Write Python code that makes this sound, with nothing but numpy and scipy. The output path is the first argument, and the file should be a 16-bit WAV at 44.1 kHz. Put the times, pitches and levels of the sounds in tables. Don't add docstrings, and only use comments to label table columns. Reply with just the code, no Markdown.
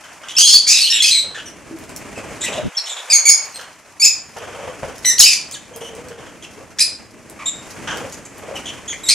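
import sys
import numpy as np
from scipy import signal
from scipy.fft import rfft, irfft, next_fast_len
from scipy.io import wavfile
from scipy.ndimage import uniform_filter1d

SR = 44100
rng = np.random.default_rng(int(sys.argv[2]) if len(sys.argv) > 2 else 0)


def persist_wave(psi):
    counts = np.round(np.clip(psi, -1, 1) * 32767).astype(np.int16)
    wavfile.write(sys.argv[1], SR, np.atleast_2d(counts).T)


N = 403074
EDGE_HZ = 15800


def amp(db):
    return np.exp(np.asarray(db) * (np.log(10) / 20))


def evened(x):
    return x / np.sqrt(np.mean(x ** 2) + 1e-20)


def read(points, hz):
    f, value = np.transpose(points)
    return np.interp(np.log(hz + 1), np.log(f + 1), value)


def add(mix, s, sound):
    start = max(round(s * SR), 0)
    part = mix[..., start:][..., :sound.shape[-1]]
    part += sound[..., :part.shape[-1]]


def wobble(size, hz):
    b, a = signal.butter(2, hz, fs=SR)
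    smooth = signal.lfilter(b, a, rng.standard_normal(size + SR // 40))
    return evened(smooth[-size:])


def ports(pair, spectrum=None):
    # f/Hz, likeness (1 = the same)
    likeness = [(60, 0.92), (130, 0.41), (300, 0.65), (700, 0.92), (3000, 0.92), (7000, 0.57),
                (11000, 0.12), (15000, 0.17)]
    length = next_fast_len(pair.shape[1], True)
    hz = np.fft.rfftfreq(length, 1 / SR)
    colour = 1 if spectrum is None else amp(read(spectrum, hz))
    a, b = rfft(pair, length) * colour
    same = np.clip(read(likeness, hz), -1, 1)
    mid = a * np.sqrt((1 + same) / 2)
    side = b * np.sqrt((1 - same) / 2)
    return irfft(np.array([mid + side, mid - side]), length)[:, :pair.shape[1]]


def noise(spectrum, grain=1):
    return evened(ports(grain * rng.standard_normal((2, N)), spectrum))


def blow(rise, t60):
    t = np.arange(SR // 2) / SR
    shape = (1 - np.exp(-(t / rise) ** 2)) * amp(-60 * t / t60)
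    return shape / shape.max()


def bustle(air_db=3, rustle_db=5, flutter_db=1.5, clump_db=2, ticks_per_s=22, tick_db=3):
    # t/s, relative level/dB
    stir = [(0.0, -58), (0.61, -51), (0.91, -53), (2.01, -41), (2.54, -38.5), (2.67, -47), (2.98, -90),
            (3.49, -54.5), (3.84, -58.5), (4.81, -44), (5.47, -49), (6.06, -44.5), (6.8, -49.5),
            (7.71, -45), (7.97, -36), (8.22, -45.5), (8.78, -43.5), (9.14, -46.5)]
    # t/s, relative level/dB
    rustling = [(0.0, -49), (0.35, -46.5), (1.09, -53.5), (2.49, -39.5), (2.65, -47.5), (3.1, -39.5),
                (3.49, -43), (3.74, -52.5), (4.35, -49), (4.56, -43.5), (5.04, -46.5), (5.58, -49),
                (5.98, -48), (7.13, -52.5), (8.04, -41), (8.25, -48), (8.6, -43.5), (9.14, -47.5)]
    # f/Hz, relative level/dB
    air_colour = [(12, -50.5), (20, -16.5), (97, -3.5), (139, -3.5), (276, -2), (316, -0.5), (382, -7),
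                  (414, -3.5), (500, -8.5), (650, -6), (1100, -120)]
    # f/Hz, relative level/dB
    rustle_colour = [(150, -20), (250, -22), (323, -17.5), (522, -6.5), (675, -4), (904, -4), (1000, -3.5),
                     (1390, -6), (2480, -6.5), (3810, -20), (6820, -13), (10300, -20.5), (15000, -38)]
    # f/Hz, relative level/dB
    husk_colour = [(2500, -14), (4000, -1), (6000, 5.5), (8000, -2.5), (11000, -2.5), (14000, -15),
                   (15800, -29)]
    # middle t/s, time from the middle to 37 % of the peak/s, relative level/dB
    scratches = [(0, 0.36, -51), (1.93, 0.12, -63.5), (2.534, 0.073, -44), (3.5, 0.46, -51),
                 (4.353, 0.067, -46), (5.01, 0.23, -49), (5.94, 0.068, -64), (6.698, 0.1, -62),
                 (7.71, .08, -42.5), (8.1, 0.11, -50), (9.12, 0.094, -37)]
    feeding_db = -57.5

    t = np.arange(N) / SR
    air = np.interp(t, *np.transpose(stir))
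    rustle = np.interp(t, *np.transpose(rustling))
    flutter = amp(flutter_db * wobble(N, 24))
    body = amp(air + air_db) * noise(air_colour)
    body += amp(rustle + rustle_db) * noise(rustle_colour)

    grains = amp(clump_db * wobble(N, 60))
    pecks = (rng.random(N) < ticks_per_s / SR) * amp(tick_db + 10 * rng.random(N))
    pecks = signal.oaconvolve(pecks, blow(rise=0.00043, t60=0.093))[:N]
    busy = amp(feeding_db)
    for s, half, db in scratches:
        busy = busy + amp(db) * np.exp(-((t - s) / half) ** 2)
    scratch = busy * noise(husk_colour, grains * (1 + pecks))
    return flutter * body + scratch


def wingbeats():
    # start t/s, beats, rate in beats/s, relative level of first beat/dB,
    # change per beat/dB, feather swish relative to air/dB, tray hum relative to air/dB
    flutters = [ (0.037, 2, 5.15, -53.5, 2.5, 27, -3), (1.24, 3, 15, -27, -1, -4.5, -12),
                (2.176, 3, 14.6, -19.5, -4.5, -10, -11), (2.487, 5, 28, -15.5, -3, -8.5, -7),
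                (3.589, 2, 13, -32.5, -21, 11.5, -2), (4.367, 4, 18.7, -18, -2.5, -6.5, -7),
                (4.55, 4, 23.5, -25.5, 2.45, -12, -3), (4.829, 3, 18, -16.5, -9, -8.5, -2),
                (5.714, 3, 19.5, -29.5, 3.5, -16, 2), (5.893, 3, 22.5, -29.5, .3, -21, 7),
                (6.062, 2, 22, -32, 2.5, -3, 8), (6.18, 3, 24, -29.5, -2, -3.5, -5),
                (6.58, 2, 26, -25.5, -8, -19, -14), (7.927, 4, 25, -22, -0.5, -23, -1),
                (8.43, 3, 17.7, -21.5, -0.5, -13, -12)]
    beats = []
    for s, count, rate, db, step_db, feather_db, hum_db in flutters:
        for k in range(round(count)):
            beats.append((s + k / rate, db + k * step_db, feather_db, hum_db))
    return beats


def wings(stroke_db=-12, swish_db=-12, brush_db=-10, hollow_db=-10, hollow_hz=510, lead=0.00601):
    # t/s, relative level/dB
    brushes = [(7.6864, -57), (7.7644, -34), (7.8344, -37), (7.874, -12.5), (7.9044, -23)]
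    # f/Hz, relative level/dB
    swish_colour = [(120, -41), (200, -43.5), (624, -16.5), (1220, -10), (1540, -4.5), (2330, -21),
                    (3120, -8.5), (4090, -31), (6190, -19.5), (15000, -58)]
    # f/Hz, relative level/dB
    puff_colour = [(47, -42), (80, -3.5), (333, -14.5), (413, -0.5), (502, 4.5), (774, -3.5), (1190, -8.5),
                   (1650, -19), (2380, -13.5), (4000, -32), (7480, -29.5), (10300, -35), (14000, -67)]

    puff, hollow, swish = np.zeros((3, N))
    t = np.arange(SR // 2) / SR
    for s, db, feather_db, hum_db in wingbeats():
        add(puff, s - lead, amp(db + stroke_db) * blow(rise=0.0041, t60=0.27))
        detune = rng.uniform(0.85, 1.07)
        hum = blow(rise=0.0028, t60=0.24) * np.sin(2 * np.pi * hollow_hz * detune * t)
        add(hollow, s - lead, amp(db + hum_db + hollow_db) * hum)
        add(swish, s, amp(db + feather_db + swish_db) * blow(rise=0.002, t60=0.41))
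    for s, db in brushes:
        add(swish, s - .002, amp(db + brush_db) * blow(rise=.002, t60=0.43))
    grain = amp(1.6 * wobble(N, 600))
    return puff * noise(puff_colour) + hollow + swish * noise(swish_colour, grain)


def call_pitch(t, along, arch, first_hz, last_hz, rough):
    settle, lift = 1.5, .015
    scoop, scoop_s = 0.0585, 0.00418
    bend, bend_hz = 0.01238, 30.46
    warble, warble_hz = 0.0506, 71.1
    pitch = last_hz + (first_hz - last_hz) * (1 - along) ** settle
    pitch = pitch * (1 + lift * (arch - .5))
    pitch = pitch * (1 - scoop * np.exp(-t / scoop_s) + bend * wobble(SR // 2, bend_hz)[:len(t)])
    return pitch * (1 + warble * rough * wobble(len(t), warble_hz))


def call(row, throat, rasp, rasp_hz, half_db, hiss_db, drift=0.00632, shimmer=0.54,
         beak_db=12, beak_width_hz=850, pipe_width_hz=700):
    start, length, level_db, swell_db, first_hz, last_hz, rough, beak, bright_db, pipe_hz, pipe_db = row
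    attack_s, release_s, ends_db = 0.0047, .005, 0.5
    t = np.arange(0, length, 1 / SR)
    along, rough, size = t / length, np.clip(rough, 0, 1), len(t)
    arch = np.sin(np.pi * along)
    pitch = call_pitch(t, along, arch, first_hz, last_hz, rough)
    jitter = drift * wobble(size, 106.5) + rasp * rough * wobble(size, rasp_hz)
    phase = 2 * np.pi * np.cumsum(pitch * (1 + jitter)) / SR

    voice = np.zeros(size)
    for k in np.arange(1, min(8, EDGE_HZ / pitch.min()), .5):
        hz = k * pitch
        colour_db = read(throat, hz) + bright_db * np.log2(k)
        colour_db += beak_db / (1 + ((hz - beak) / beak_width_hz) ** 2)
        colour_db += pipe_db / (1 + ((hz - pipe_hz) / pipe_width_hz) ** 2)
        strength = amp(half_db) * rough if k % 1 else 1
        flicker = 1 + shimmer * rough * wobble(size, 280)
        voice += strength * amp(colour_db) * (hz < SR / 2) * flicker * np.sin(k * phase)
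    voice /= np.sqrt(abs(uniform_filter1d(voice ** 2, size=400)) + 1e-9)

    throat_gain = amp(read(throat, np.fft.rfftfreq(size, 1 / SR)))
    hiss = irfft(rfft(rng.standard_normal(size)) * throat_gain, size)
    hiss = evened(signal.sosfilt(signal.butter(4, 2000, "high", fs=SR, output="sos"), hiss))

    effort_db = level_db + swell_db * (along - .5) + ends_db * (1 - arch)
    judder_db = 3 * rough * wobble(size, 200)
    fade = np.clip(np.minimum(t / attack_s, (length - t) / release_s), 0, 1)
    gate = np.sin(np.pi / 2 * fade) ** 2
    return start, amp(effort_db + judder_db) * gate * (voice + amp(hiss_db) * rough * hiss)


def chirps():
    # start t/s, length/s, relative level/dB, first f/Hz, last f/Hz,
    # roughness (0-1), beak resonance f/Hz, brightness/dB per octave
    chirp_rows = [ (0.282, 0.047, -35.5, 3370, 3220, 0.78, 3300, 2),
                  (0.349, 0.022, -32, 3400, 3080, 0.26, 3200, -2),
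                  (1.343, 0.073, -35.5, 1810, 1490, 0.56, 2800, -7.5),
                  (1.455, .035, -38.5, 2960, 2805, 0.19, 6400, 3.5),
                  (2.156, 0.037, -39.5, 2700, 2534, 0.26, 2600, 4),
                  (2.408, .05, -27.5, 3850, 3780, 0.46, 6700, -4),
                  (2.436, .027, -26.5, 2090, 1946, 0.42, 2100, 8),
                  (2.459, 0.036, -29, 2984, 2520, 0.52, 2800, 0),
                  (2.52, 0.074, -36.5, 3136, 3350, 0.84, 3300, 0),
                  (2.746, 0.026, -39, 3340, 3300, 0.23, 6600, -21.5),
                  (2.768, 0.019, -18, 5900, 5175, 0.1, 5500, -6),
                  (2.776, 0.027, -27.5, 4420, 4290, 0.34, 4300, -3),
                  (2.853, 0.054, -35.5, 3410, 3740, 0.77, 3000, 1),
                  (2.892, 0.05, -31, 3820, 3495, 0.36, 6440, -9.5),
                  (2.963, 0.047, -36.5, 3570, 3460, 0.56, 3600, -8),
                  (3.542, 0.041, -36.5, 4210, 4200, .03, 4850, 9.5),
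                  (5.52, 0.027, -34.5, 3060, 4600, 0, 7800, -1),
                  (5.54, 0.02, -32, 4220, 2920, .35, 3930, 4.5),
                  (5.555, 0.024, -42, 1790, 1617, 0.4, 1750, 3),
                  (5.734, 0.034, -46.5, 3250, 3250, 0.13, 6900, -9),
                  (5.806, 0.092, -41.5, 2903, 3050, 0.4, 3320, 5.5),
                  (6.422, 0.034, -40, 3630, 2750, 0.59, 3800, 1.5),
                  (7.389, .05, -37, 1199, 1100, 0.54, 1100, -13),
                  (7.456, 0.045, -22, 3770, 3633, 0.17, 6900, -6),
                  (8.122, .025, -39.5, 3460, 3340, 0.5, 6900, 14),
                  (8.249, .02, -40.5, 3700, 3360, .6, 6920, 22),
                  (8.554, 0.031, -33.5, 2960, 2660, .55, 2900, 3.5),
                  (8.654, 0.056, -34, 3144, 3340, 0.55, 3200, 0.5),
                  (8.877, 0.052, -30, 3250, 3224, 0.24, 5680, -3),
                  (8.925, 0.025, -31.5, 2234, 2090, 0.64, 2300, -12),
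                  (9.033, 0.028, -31.5, 3770, 3710, 0.1, 4800, 4),
                  (9.063, .026, -28, 3580, 3680, 0.22, 5000, 1)]
    # f/Hz, relative level/dB
    soft_throat = [(1000, -20), (1900, 6), (3200, 0), (4800, -5.5), (7000, 0.5), (8500, -7), (11000, -10.5),
                   (15000, -42), (20000, -55)]
    swell_db, pipe_hz, pipe_db = -1.5, 6960, 5
    out = np.zeros(N)
    for s, length, db, *voice in chirp_rows:
        row = (s, length, db, swell_db, *voice, pipe_hz, pipe_db)
        add(out, *call(row, soft_throat, rasp=0.1214, rasp_hz=320, half_db=-12, hiss_db=-4.5))
    return out


def shrieks():
    # start t/s, length/s, relative level/dB, swell start to end/dB,
    # first f/Hz, last f/Hz, roughness (limited to 0-1 in use), beak resonance f/Hz,
    # brightness/dB per octave, windpipe resonance f/Hz, windpipe strength/dB
    shriek_rows = [ (0.364, 0.022, -11.5, 6, 2635, 2734, 0.25, 5260, -2, 8800, -6),
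                   (0.381, 0.043, -8, 1, 3116, 3210, 0.68, 4800, 1.5, 6500, 2.5),
                   (0.427, 0.038, -9, -2, 3293, 3314, 0.18, 3400, 3, 6600, 6),
                   (0.467, 0.093, -11.5, -1, 3304, 3310, 0.77, 5100, 1, 3300, -1.5),
                   (0.447, 0.054, -13.5, 5, 4040, 4270, 0.11, 4400, -1, 8300, 7),
                   (0.527, 0.048, -6.5, 1, 4650, 4500, 0.34, 4700, -2, 8100, -1),
                   (0.666, 0.015, -17.5, 7, 2330, 2434, 0.9, 4600, 0, 2600, 5),
                   (.676, .06, -9.5, 1.5, 2372, 2510, 0.56, 5400, 1.5, 6560, 11),
                   (.722, 0.049, -15.5, 3, 2480, 2520, 0.58, 3600, -0.5, 6240, 5),
                   (.768, 0.066, -17, -7, 2605, 2685, 0.78, 3840, 2, 6400, 3),
                   (0.837, 0.06, -21.5, 2, 2940, 3120, 0.67, 3100, -0.5, 8400, 1),
                   (0.804, 0.064, -14.5, 0, 4620, 4074, 0.12, 4370, 3, 8400, -2),
                   (.899, 0.028, -13.5, -3, 1853, 1814, 0.27, 5470, 3, 5500, 5),
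                   (0.92, 0.084, -19, -7.5, 1853, 1824, 0.73, 3280, 1.5, 3080, 23),
                   (0.935, 0.044, -19, -3, 3960, 3620, 0.28, 7700, -1, 6700, -8),
                   (1.002, 0.036, -14.5, -17, 3350, 3344, 0.08, 3320, -6, 8800, -5),
                   (1.02, 0.05, -16, -13.5, 2100, 2266, 0.57, 4840, 3, 7500, 6),
                   (1.04, 0.022, -13.5, -5, 2530, 2600, 0.05, 5100, -3, 2600, 11),
                   (1.054, 0.046, -13, 7, 3270, 3068, 0.7, 4720, 0.5, 6300, 1),
                   (1.108, 0.099, -14.5, -6.5, 4215, 3905, 0.34, 4400, -2, 7900, 7.5),
                   (1.123, 0.057, -28.5, 0, 2324, 2174, 0.6, 2300, 0, 7700, -10),
                   (3.098, 0.036, -12.5, 11, 2577, 2317, 0.34, 5200, -2.5, 8400, 12),
                   (3.13, .04, -7, -5, 2234, 2201, 0.16, 6600, 3, 9100, -3),
                   (3.251, .043, -9, 5, 2380, 2180, 0.22, 6500, 3, 2300, 9.5),
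                   (3.288, 0.037, -7, -14, 2215, 2193, 0.22, 6500, 4, 2250, 0.5),
                   (3.288, 0.048, -15, -18, 5070, 5270, 0.41, 5200, -6.5, 9900, 16),
                   (3.996, 0.029, -16.5, 9, 2314, 2256, 0.14, 5300, 2, 7500, 11),
                   (4.017, 0.029, -8.5, 7, 2509, 2594, 0.14, 5500, 0, 7300, -5),
                   (4.04, 0.024, -6.5, 7.5, 2291, 2272, .42, 6700, 5.5, 9940, -28),
                   (4.057, 0.025, -12, -2, 2548, 2553, 0.17, 5140, -2, 9900, -6),
                   (5.044, 0.0137, -17, 2, 2216, 2144, .6, 3640, -2, 2100, 5.5),
                   (5.053, 0.053, -12, -1, 1960, 2005, 0.11, 6230, 5.5, 2000, 10.5),
                   (5.095, 0.033, -17, -4, 1866, 1918, 0.22, 6140, 2.5, 2000, 9.5),
                   (5.179, 0.011, -11.5, -3, 2925, 2940, .9, 4000, 0.5, 8000, -3),
                   (5.19, 0.03, -5.5, -9, 3540, 3285, 0.33, 6800, 17.5, 2670, 15),
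                   (5.198, .03, -5.5, -19, 5900, 2716, 0.61, 5050, 7.5, 2670, 9),
                   (5.222, .015, -10.5, 5, 2740, 3074, 0.24, 2900, -1.5, 6200, 8),
                   (5.237, 0.018, -5.5, -12, 2265, 2512, .3, 4860, 3, 2670, -5),
                   (5.258, 0.041, -11.5, -11, 2720, 2584, 0.49, 5330, 5.5, 2670, 13.5),
                   (5.293, 0.052, -15.5, 1, 2490, 2373, 0.72, 5620, 2, 2480, 5),
                   (6.784, 0.014, -19, 9, 1830, 1933, 0.5, 5600, -1, 3480, 3),
                   (6.791, 0.034, -21, -12, 2334, 2300, 1.11, 6500, 0, 2000, 8),
                   (6.799, 0.03, -18.5, 3, 4050, 4340, 0.32, 4200, 6, 8400, 6.5),
                   (6.802, 0.029, -10, -1, 2440, 2462, 0.29, 5000, 2, 9800, 10.5),
                   (9.084, 0.021, -9, 9, 2014, 2080, 0.63, 4360, 3, 8350, 8.5),
                   (9.103, 0.044, -15, -14, 2440, 2380, 0.64, 4730, -3.5, 8400, 14)]
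    # f/Hz, relative level/dB
    loud_throat = [(1000, 3), (1900, -2), (3000, -1.5), (5000, 0.5), (7000, -0.5), (9500, -3.5),
                   (12000, -12), (15000, -28), (20000, -63)]
    out = np.zeros(N)
    for row in shriek_rows:
        add(out, *call(row, loud_throat, rasp=0.0742, rasp_hz=490, half_db=-3.5, hiss_db=-18.5))
    return out


def tray(knock_db=-7):
    # t/s, relative level/dB, ring f/Hz, time to fall 60 dB/s
    thumps = [(1.71, -25.5, 326, 0.17), (2.579, -16.5, 610, 0.05), (4.831, -15.5, 620, 0.016),
              (8.511, -21.5, 538, 0.07)]
    out, t = np.zeros(N), np.arange(SR // 2) / SR
    for s, db, hz, t60 in thumps:
        ring = blow(rise=0.00049, t60=t60) * np.sin(2 * np.pi * hz * t)
        knock = amp(knock_db) * blow(rise=0.0011, t60=0.011) * wobble(len(t), 1100)
        add(out, s, amp(db) * (ring + knock))
    return out


def seeds(crack_db=-4, width_hz=4000):
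    # t/s, relative level/dB, centre f/Hz
    cracks = [(1.787, -22, 9000), (1.8382, -22, 4500), (1.8936, -24, 7370), (1.9622, -12, 8200),
              (2.3585, -26, 5280), (2.652, -35, 4760), (3.455, -22, 6450), (3.559, -15, 4060),
              (3.6122, -20, 4060), (4.5655, -29, 5680), (4.9818, -19, 6830), (5.5122, -14.5, 6950),
              (5.7616, -17, 10000), (5.9504, -25, 7130), (6.085, -21.5, 5780), (6.6837, -46, 4900),
              (7.298, -20, 9450), (7.972, -14, 6810), (8.1245, -18, 7040), (8.3818, -24, 9500)]
    out = np.zeros(N)
    for s, db, hz in cracks:
        snap = blow(rise=.0001, t60=0.014) * rng.standard_normal(SR // 2)
        b, a = signal.iirpeak(min(hz, EDGE_HZ), hz / width_hz, SR)
        snap = signal.lfilter(b, a, snap)
        add(out, s, amp(db + crack_db) * snap / abs(snap).max())
    return out


def gust(common_db=-8):
    # f/Hz, relative level/dB
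    gust_colour = [(15, -40), (25, -5), (223, 2), (543, -18), (618, -27), (762, -32), (854, -45),
                   (1200, -38), (1560, -68), (2640, -120)]
    start_s, length_s, level_db = 2.612, 0.088, -19.5
    gain = amp(read(gust_colour, np.arange(SR // 2 + 1)))
    common, opposed = (evened(irfft(rfft(rng.standard_normal(SR)) * gain, SR)) for _ in range(2))
    swell = signal.windows.hann(round(length_s * SR)) * amp(level_db)
    both = amp(common_db) * common + np.outer([1, -1], opposed)
    out = np.zeros((2, N))
    add(out, start_s, swell * both[:, :len(swell)])
    return out


def aviary(x, wet_db, early_db, gap=0.0046):
    # f/Hz, time to fall 60 dB/s
    room_t60 = [(200, 0.81), (1000, 0.37), (2500, 0.43), (5000, 0.38), (8000, 0.33), (14000, 0.18)]
    # f/Hz, left lead/radians
    port_phase = [(2000, 0), (6500, 0.85), (9000, 1), (10500, 2.04), (11500, 1.5), (14000, 2.5)]

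    t = np.arange(SR // 2) / SR
    taps = rng.standard_normal((2, len(t))) * (rng.random((2, len(t))) < 2500 / SR) * (t > gap)
    taps = taps * (1 + amp(early_db) * np.exp(-t / 0.03))
    hz, when, z = signal.stft(taps, SR, nperseg=256)
    decay = amp(-60 * when / read(room_t60, hz)[:, None])
    tail = evened(ports(signal.istft(z * decay, SR, nperseg=256)[1]))
    echoes = signal.fftconvolve(x[None], tail, axes=1)[:, :N] / np.sqrt(tail.shape[1])

    padded = next_fast_len(N, True)
    lead = read(port_phase, np.fft.rfftfreq(padded, 1 / SR))
    turn = np.exp(.5j * np.outer([1, -1], lead))
    direct = irfft(rfft(x, padded) * turn, padded)[:, :N]
    return direct + amp(wet_db) * echoes


def scene():
    near = amp(-0.5) * aviary(shrieks(), wet_db=-2.5, early_db=-5.5)
    far = amp(2.5) * aviary(chirps(), wet_db=-4.5, early_db=-17.0)
    knocks = aviary(tray() + seeds(), wet_db=-1.5, early_db=11)
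    return near + far + knocks + wings() + bustle() + gust()


def record(dry, ceiling=1.23, knee=5):
    # t/s, low cut f/Hz
    bass_edge = [(2.69, 10), (2.725, 700), (2.85, 230), (3.05, 230), (3.2, 30), (3.8, 8.3)]
    hz, t, z = signal.stft(dry, SR, nperseg=1024)
    cut_hz = np.interp(t, *np.transpose(bass_edge))
    z = z / np.sqrt(1 + (cut_hz / (hz[:, None] + 1)) ** 4)
    x = signal.istft(z, SR, nperseg=1024)[1][:, :N]
    x = x / (1 + abs(x / ceiling) ** knee) ** (1 / knee)
    treble_cut = signal.firwin(255, EDGE_HZ, window=("kaiser", 7), fs=SR)
    return signal.oaconvolve(x, treble_cut[None], "same")


dry = scene()
out = record(dry)
persist_wave(out)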